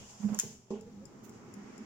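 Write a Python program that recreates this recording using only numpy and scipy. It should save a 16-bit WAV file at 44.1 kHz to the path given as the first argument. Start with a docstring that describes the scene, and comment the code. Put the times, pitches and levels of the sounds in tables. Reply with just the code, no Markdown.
"""An air fryer's basket is pushed home, close by, in a small kitchen.
The plastic housing groans as the basket slides, the latch snaps with a sharp double clack
and the basket thuds into its seat. With a second thud the fan starts and runs up,
whining briefly and humming, while the clockwork timer ticks."""
import sys
import numpy as np
from scipy import signal
from scipy.fft import rfft, irfft, next_fast_len
from scipy.io import wavfile

SR = 44100
rng = np.random.default_rng(int(sys.argv[2]) if len(sys.argv) > 2 else 0)


def dump_mix(stems):
    """Bounce the given channels to the path in sys.argv[1] as a 16-bit WAV at rate SR."""
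    frames = np.atleast_2d(stems).T  # one column per channel
    limited = np.clip(frames, -1, 1)  # hard clip at full scale
    pcm = np.round(limited * 32767).astype(np.int16)
    wavfile.write(sys.argv[1], SR, pcm)


N = 81585
T = np.arange(N) / SR


def from_db(db):
    """Turn decibels into a number to multiply by."""
    return 10 ** (np.asarray(db) / 20)


def level(rows):
    """Join (t/s, level/dB) points into a volume curve."""
    return from_db(np.interp(T, *np.transpose(rows)))


def at_hz(points, hz):
    """Read between a table's frequencies, giving each octave equal room."""
    freqs, values = np.transpose(points)
    return np.interp(np.log(hz + 1), np.log(freqs), values)


def pan(db):
    """Left and right volumes, with the left louder by db (negative leans right)."""
    gains = from_db(np.array([[db], [-db]]) / 2)
    return gains / np.sqrt(np.mean(gains ** 2))


# how alike left and right sound: f/Hz, likeness (1 = the same, 0 = unrelated)
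STEREO_LIKENESS = [(50, 0.74), (250, 0.93), (500, 0.65), (1000, 0.22), (3000, -0.064), (7000, -0.041),
                   (16000, -0.25)]

def noise(spectrum):
    """Stereo noise of strength 1, shaped by (f/Hz, level/dB) points; the treble spreads widest."""
    size = next_fast_len(N)
    hz = np.arange(size // 2 + 1) * SR / size
    alike = np.clip(at_hz(STEREO_LIKENESS, hz), -1, 1)
    mid, side = rfft(rng.standard_normal((2, size)))
    stereo = np.sqrt(1 + alike) * mid + np.sqrt(1 - alike) * side * [[1], [-1]]
    x = irfft(from_db(at_hz(spectrum, hz)) * stereo, size)[:, :N]
    return x / x.std()


def drift(rate_hz):
    """A smooth random wobble of typical size 1; a higher rate wobbles faster."""
    pole = np.exp(-2 * np.pi * rate_hz / SR)
    x = signal.lfilter([1], [1, -2 * pole, pole * pole], rng.standard_normal(2 * N))[N:]
    return (x - x.mean()) / x.std()


def decay(start, fade_s, rise_s):
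    """The volume of a blow: it rises quickly and drops 60 dB in each fade time."""
    age = np.maximum(T - start, 0)
    attack = 1 - np.exp(-(age / rise_s) ** 2)
    return attack * np.exp(-np.minimum(np.log(1000) * age / fade_s, 40))


def strike(start, notes, rise_s, stretch=1, lag_s=0):
    """A struck part rings at its own notes; the waves on the right run lag_s behind."""
    out = np.zeros((2, N))
    for hz, db, fade_s in notes:
        phase = 2 * np.pi * hz * (T - start - np.array([[0], [lag_s]])) + rng.normal(0, 0.88)
        out += from_db(db + rng.normal(0, 1)) * decay(start, fade_s * stretch, rise_s) * np.sin(phase)
    return out


def tone(hz, wander_hz, rate_hz):
    """A plain tone of strength 1 whose pitch wavers."""
    return np.sqrt(2) * np.sin(2 * np.pi * np.cumsum(hz + wander_hz * drift(rate_hz)) / SR)


# loudness of the room's background: t/s, level/dB
BACKGROUND_LEVEL = [(0, -51.5), (.38, -85), (.41, -69), (.55, -58.5), (.66, -71), (.8, -56), (1.85, -63)]
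# its mix of low and high sound: f/Hz, level/dB
BACKGROUND_SPECTRUM = [(25, -1.5), (45, -8), (70, 4.5), (120, 5), (220, 8), (320, -2.5), (480, -3),
                       (800, -13), (1500, -17.5), (4000, -24), (6500, -23.5), (8500, -39), (16000, -34)]

def background():
    """The room's quiet, low noise, which dips around the clack."""
    return level(BACKGROUND_LEVEL) * noise(BACKGROUND_SPECTRUM) * pan(db=2)


# loudness of the shaking housing, scraping runners and rubbing plastic: t/s, level/dB
GROAN_LEVEL = [(0, -57.5), (.04, -57.5), (.10, -66), (.192, -66), (.207, -38.5), (.216, -46), (.223, -49),
               (.234, -37.5), (.25, -24.5), (.272, -28), (.293, -40), (.303, -33), (.311, -36.5),
               (.323, -27.5), (.34, -36.5), (.36, -46.5), (.385, -39.5), (.40, -66), (.45, -95)]
SCRAPE_LEVEL = [(0, -63.5), (.17, -63), (.235, -55), (.275, -58), (.288, -54), (.305, -55.5), (.333, -53),
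                (.355, -51.5), (.38, -60.5), (.44, -63), (.56, -73.5)]
HISS_LEVEL = [(0, -55), (.07, -57.5), (.1, -53), (.17, -59), (.21, -56), (.33, -60), (.40, -50.5),
              (.52, -54.5), (.60, -66), (.69, -71.5), (.9, -71.5), (1.28, -70.5), (1.35, -64), (1.42, -71),
              (1.85, -69)]
# the noise each of the three makes: f/Hz, level/dB
RUMBLE_SPECTRUM = [(30, -33), (60, -16), (95, 3.5), (170, 9), (250, 6), (310, -6.5), (460, -6), (600, -26),
                   (1500, -42)]
SCRAPE_SPECTRUM = [(200, -19), (420, -3.5), (800, 5), (1300, -4), (2000, -10), (3200, -15), (4200, -27.5),
                   (9000, -28)]
HISS_SPECTRUM = [(1500, -20.5), (2900, -8.5), (4000, -15), (5200, -4), (6700, -0.5), (7300, 0),
                 (8200, -14.5), (10000, -20.5), (13000, -28), (15000, -24), (16500, -34)]

def slide():
    """The basket judders at the housing's own note while its runners scrape and hiss."""
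    judder = tone(hz=207, wander_hz=3.5, rate_hz=56)
    rumble = from_db(-15.5) * noise(RUMBLE_SPECTRUM)
    groan = level(GROAN_LEVEL) * (judder + rumble)
    scrape = level(SCRAPE_LEVEL) * noise(SCRAPE_SPECTRUM)
    grain = from_db(2.5 * drift(rate_hz=110))
    hiss = level(HISS_LEVEL) * noise(HISS_SPECTRUM)
    return groan * pan(db=-8) + scrape * grain * pan(db=-5) + hiss * pan(db=1)


# short scuffs of plastic: t/s, level/dB, time to swell or fade/s
SCUFFS = [(.01, -61.5, 0.06), (0.756, -66, 0.053)]
# their thin rasp: f/Hz, level/dB
SCUFF_SPECTRUM = [(900, -32), (1700, -9), (2700, 6), (3300, 4.5), (4200, -14), (8000, -35)]

def scuffs():
    """Plastic rubs briefly, so its noise swells and fades."""
    rasp = noise(SCUFF_SPECTRUM) * pan(db=-5)
    return sum(from_db(db) * rasp * np.exp(-((T - peak) / width) ** 2) for peak, db, width in SCUFFS)


# moments when the runners catch: t/s, level/dB, pan/dB
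CATCHES = [(0.2864, -46, -4), (0.33, -46, -8), (0.7523, -52.5, 7)]
# the knock they make: f/Hz, level/dB
CATCH_SPECTRUM = [(250, -1), (450, 6.5), (850, -2.5), (1300, -3.5), (1800, -12.5), (2700, -13.5),
                  (3500, -31), (5000, -19), (10000, -47)]

def catches():
    """The runners catch on small ridges, each time with a sudden knock."""
    knock = noise(CATCH_SPECTRUM)
    return sum(from_db(db) * pan(side) * knock * decay(start, fade_s=0.21, rise_s=0.00021)
               for start, db, side in CATCHES)


# snaps of the latch: t/s, level/dB, pan/dB, fade time multiplier, crack level/dB
SNAPS = [(.3455, -34, -6, 1.6, -3), (.3895, -11, 4, .4, 1), (.3977, -18, 5, 1.0, -1),
         (.3993, -23, 6, 1.3, -9)]
# notes the latch rings at: f/Hz, level/dB, fade time/s
LATCH_NOTES = [(1550, -34, 0.027), (2586, -28.5, 0.02), (3140, -19.5, 0.0065), (5220, -24, .03),
               (6000, -11, 0.0086), (6460, -3.5, 0.013), (6910, 4.5, 0.0099), (7200, -25, 0.017),
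               (8690, -11, .008), (10030, -14.5, 0.0068), (12600, -30, 0.011), (14300, -21, 0.0022)]
# the crack of a small hard hit, in the timer too: f/Hz, level/dB
CRACK_SPECTRUM = [(300, -33), (1500, 2), (4000, -12), (6500, -2), (9000, 2), (11500, -1), (14800, 1),
                  (16500, -6)]

def latch():
    """The latch scuffs, trips and snaps shut: a crack and a short bright ring each time."""
    crack_noise = from_db(-10.5) * noise(CRACK_SPECTRUM) * pan(db=-3)
    boost_db, crack_fade_s, rise_s = 1.5, 0.012, 0.00035
    out = 0
    for start, db, side, stretch, crack_db in SNAPS:
        ring = strike(start, LATCH_NOTES, rise_s, stretch, lag_s=0.00005) * pan(side)
        crack = from_db(crack_db) * crack_noise * decay(start, crack_fade_s * stretch, rise_s / 2)
        out += from_db(db + boost_db) * (ring + crack)
    return out


# the sound the kitchen throws back: f/Hz, level/dB
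ECHO_SPECTRUM = [(200, -2), (1800, 6), (4000, 10), (7000, -4.5), (10000, 0.5), (15000, 3.5)]

def kitchen(sound):
    """Sound bounces quickly off the worktop, then dies away around the room."""
    early = decay(start=0.00037, fade_s=0.035, rise_s=0.00079)
    late = decay(start=0.0013, fade_s=0.37, rise_s=0.0071)
    fade = from_db(-7.5) * early / np.linalg.norm(early) + from_db(-8.5) * late / np.linalg.norm(late)
    echo = noise(ECHO_SPECTRUM) * fade
    return signal.fftconvolve(sound[:1], echo, axes=1)[:, :N]   # the left side feeds both echoes


# jolts as the basket seats and the fan starts: t/s, level/dB, pan/dB, rattle level/dB
THUDS = [(.431, -39.5, -5, -1), (0.7038, -30.5, -4, -4.5)]
# notes the housing rings at: f/Hz, level/dB, fade time/s
HOUSING_NOTES = [(121, -28, 0.2), (214.1, -0.5, 0.36), (243.7, -13, 0.55), (302, -5.5, 0.073),
                 (394.5, -4.5, 0.2), (424, -15, 0.56), (450, -11.5, 0.4), (500, -41, .23), (614, -25, 0.44),
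                 (640, -22, 0.17), (800, -37, 0.31), (825, -26, 0.72), (1055, -23, 0.21)]
# its rattle: f/Hz, level/dB
RATTLE_SPECTRUM = [(50, 2), (200, -13), (500, 7), (1050, -1.5), (1500, -19), (3000, -19), (4200, -20),
                   (5500, -12.5), (7200, -10), (8500, -32), (15000, -47)]

def thuds():
    """A jolt shakes the hollow housing, which booms and rattles briefly."""
    rattle_noise = from_db(-11.5) * noise(RATTLE_SPECTRUM)
    out = 0
    for start, db, side, rattle_db in THUDS:
        boom = strike(start, HOUSING_NOTES, rise_s=0.004) * pan(side)
        rattle = from_db(rattle_db) * rattle_noise * decay(start, fade_s=0.3, rise_s=0.001)
        out += from_db(db) * (boom + rattle)
    return out


# soft bumps of handling: t/s, level/dB
BUMPS = [(0.433, -41), (1.435, -46)]
# their deep thump: f/Hz, level/dB
BUMP_SPECTRUM = [(30, -39), (70, -14), (110, 3), (165, 0.5), (240, -9), (500, -52)]

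def bumps():
    """Handling the fryer makes low thumps that start gently."""
    thump = noise(BUMP_SPECTRUM) * pan(db=-1)
    return sum(from_db(db) * thump * decay(start, fade_s=0.21, rise_s=0.014) for start, db in BUMPS)


# whine of the starting motor: t/s, f/Hz, level/dB
MOTOR_WHINE = [(0.698, 387.4, -74.5), (0.726, 397.8, -39), (.77, 405.8, -50.5), (0.824, 445, -50.5),
               (0.854, 470.7, -67), (.88, 468, -54), (0.921, 485, -76), (.98, 500, -73), (1.03, 538, -58),
               (1.09, 559, -73), (1.129, 634, -66), (1.16, 646, -72), (1.22, 722, -88)]

def motor():
    """The starting motor whines upward and fades into the air noise."""
    times, hz, db = np.transpose(MOTOR_WHINE)
    roughness_db = 3 * drift(rate_hz=30)
    whine = tone(np.interp(T, times, hz), wander_hz=5.9, rate_hz=34.7)
    return from_db(np.interp(T, times, db) + roughness_db) * whine * pan(db=-4)


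# loudness of the fan's air and of the humming housing: t/s, level/dB
AIR_LEVEL = [(0, -69.5), (.68, -75.5), (.85, -66), (1.05, -57), (1.3, -53), (1.6, -52), (1.85, -52.5)]
HUM_LEVEL = [(0, -85), (.72, -105), (.8, -46.5), (.89, -60), (.93, -53), (1.02, -47), (1.07, -72),
             (1.24, -55), (1.5, -67.5), (1.58, -47), (1.7, -58.5), (1.78, -56), (1.82, -42), (1.85, -58)]
# the rush of air: f/Hz, level/dB
AIR_SPECTRUM = [(30, -11), (70, -33.5), (115, -0.5), (160, -4.5), (250, 8.5), (300, 0), (400, 1.5),
                (560, -11.5), (820, -9.5), (1300, -8), (1650, -13.5), (2150, -12), (3000, -20),
                (4100, -28.5), (5300, -19.5), (7000, -21), (8500, -37), (12000, -53.5), (15500, -65)]

def fan():
    """Air noise grows and brightens as the fan speeds up; the motor makes the housing hum."""
    split_hz, dull_db, full_speed_s = 1500, -21.5, 1.7
    air = noise(AIR_SPECTRUM)
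    low = signal.sosfiltfilt(signal.butter(2, split_hz, fs=SR, output="sos"), air)
    high = (air - low) * from_db(dull_db * np.clip(full_speed_s - T, 0, 1))   # the treble arrives last
    rush = low * pan(db=-3) + high * pan(db=-0.5) + duct() * pan(db=9.5)
    housing_hum = level(HUM_LEVEL) * tone(hz=208.2, wander_hz=9.2, rate_hz=33)
    mains_hum = from_db(-67.5) * tone(hz=118, wander_hz=4.9, rate_hz=38.6)
    return level(AIR_LEVEL) * rush + (housing_hum + mains_hum) * pan(db=-3)


# breathy notes in the fan's air: f/Hz, width/Hz, level compared with the air/dB
DUCT_NOTES = [(266, 9, -12.5), (347.3, 34, -15.5), (410, 25, -12.5), (452, 10, -23), (811, 12, -19.5)]

def duct():
    """Moving air makes the housing sing unevenly at a few notes."""
    out = 0
    for hz, width, db in DUCT_NOTES:
        band = signal.lfilter(*signal.iirpeak(hz, hz / width, fs=SR), noise(AIR_SPECTRUM))
        flutter_db = 3 * drift(rate_hz=5.7)
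        out += from_db(db + flutter_db) * band / band.std()
    return out


# ticks of the timer: t/s, level/dB, pan/dB, click level/dB
TICKS = [(0.8094, -46.5, 9, -14), (1.054, -42.5, 28, -13), (1.2938, -46.5, 4, -8.5),
         (1.539, -45.5, 15, -5.5), (1.7786, -45, 28, -13)]
# notes its clockwork rings at: f/Hz, level/dB, fade time/s
CLOCKWORK_NOTES = [(5150, -4.5, 0.014), (6060, -10, 0.015), (7175, 1, 0.025), (8040, -10.5, 0.011),
                   (10420, -13, .011), (12800, -23, .008), (15000, -19, .008)]

def timer():
    """The clockwork ticks about four times a second: a dry click and a short ring."""
    crack_noise = noise(CRACK_SPECTRUM)
    out = 0
    for start, db, side, click_db in TICKS:
        ring = strike(start, CLOCKWORK_NOTES, rise_s=0.00068, lag_s=0.00005)
        click = from_db(click_db) * crack_noise * decay(start, fade_s=0.012, rise_s=0.00036)
        out += from_db(db) * pan(side) * (ring + click)
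    return out


# loudness of a light brush over the plastic: t/s, level/dB
BRUSH_LEVEL = [(1.225, -88), (1.238, -59), (1.251, -53.5), (1.268, -62), (1.30, -66), (1.33, -81)]
# its bright swish: f/Hz, level/dB
BRUSH_SPECTRUM = [(3000, -10), (5000, -13.5), (6500, 1), (8500, -13.5), (12500, -12.5), (15000, -5),
                  (16500, -2)]

def brush():
    """Light rubbing on the plastic makes one short, soft swish."""
    return level(BRUSH_LEVEL) * noise(BRUSH_SPECTRUM) * pan(db=-15)


def scene():
    """Basket, fan and timer over the quiet background; only the latch and the ticks echo."""
    clack, ticks = latch(), timer()
    echo = kitchen(clack + from_db(-3.5) * ticks)
    basket = slide() + clack + thuds()
    handling = catches() + scuffs() + bumps() + brush()
    return basket + handling + motor() + fan() + ticks + echo + background()


def record(dry):
    """The sharpest peaks are rounded off and the very highest treble is cut away."""
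    ceiling, cutoff_hz = 0.26, 16200
    rounded = ceiling * np.tanh(dry / ceiling)
    return signal.sosfilt(signal.ellip(10, .2, 80, cutoff_hz, fs=SR, output="sos"), rounded)


dry = scene()
out = record(dry)
dump_mix(out)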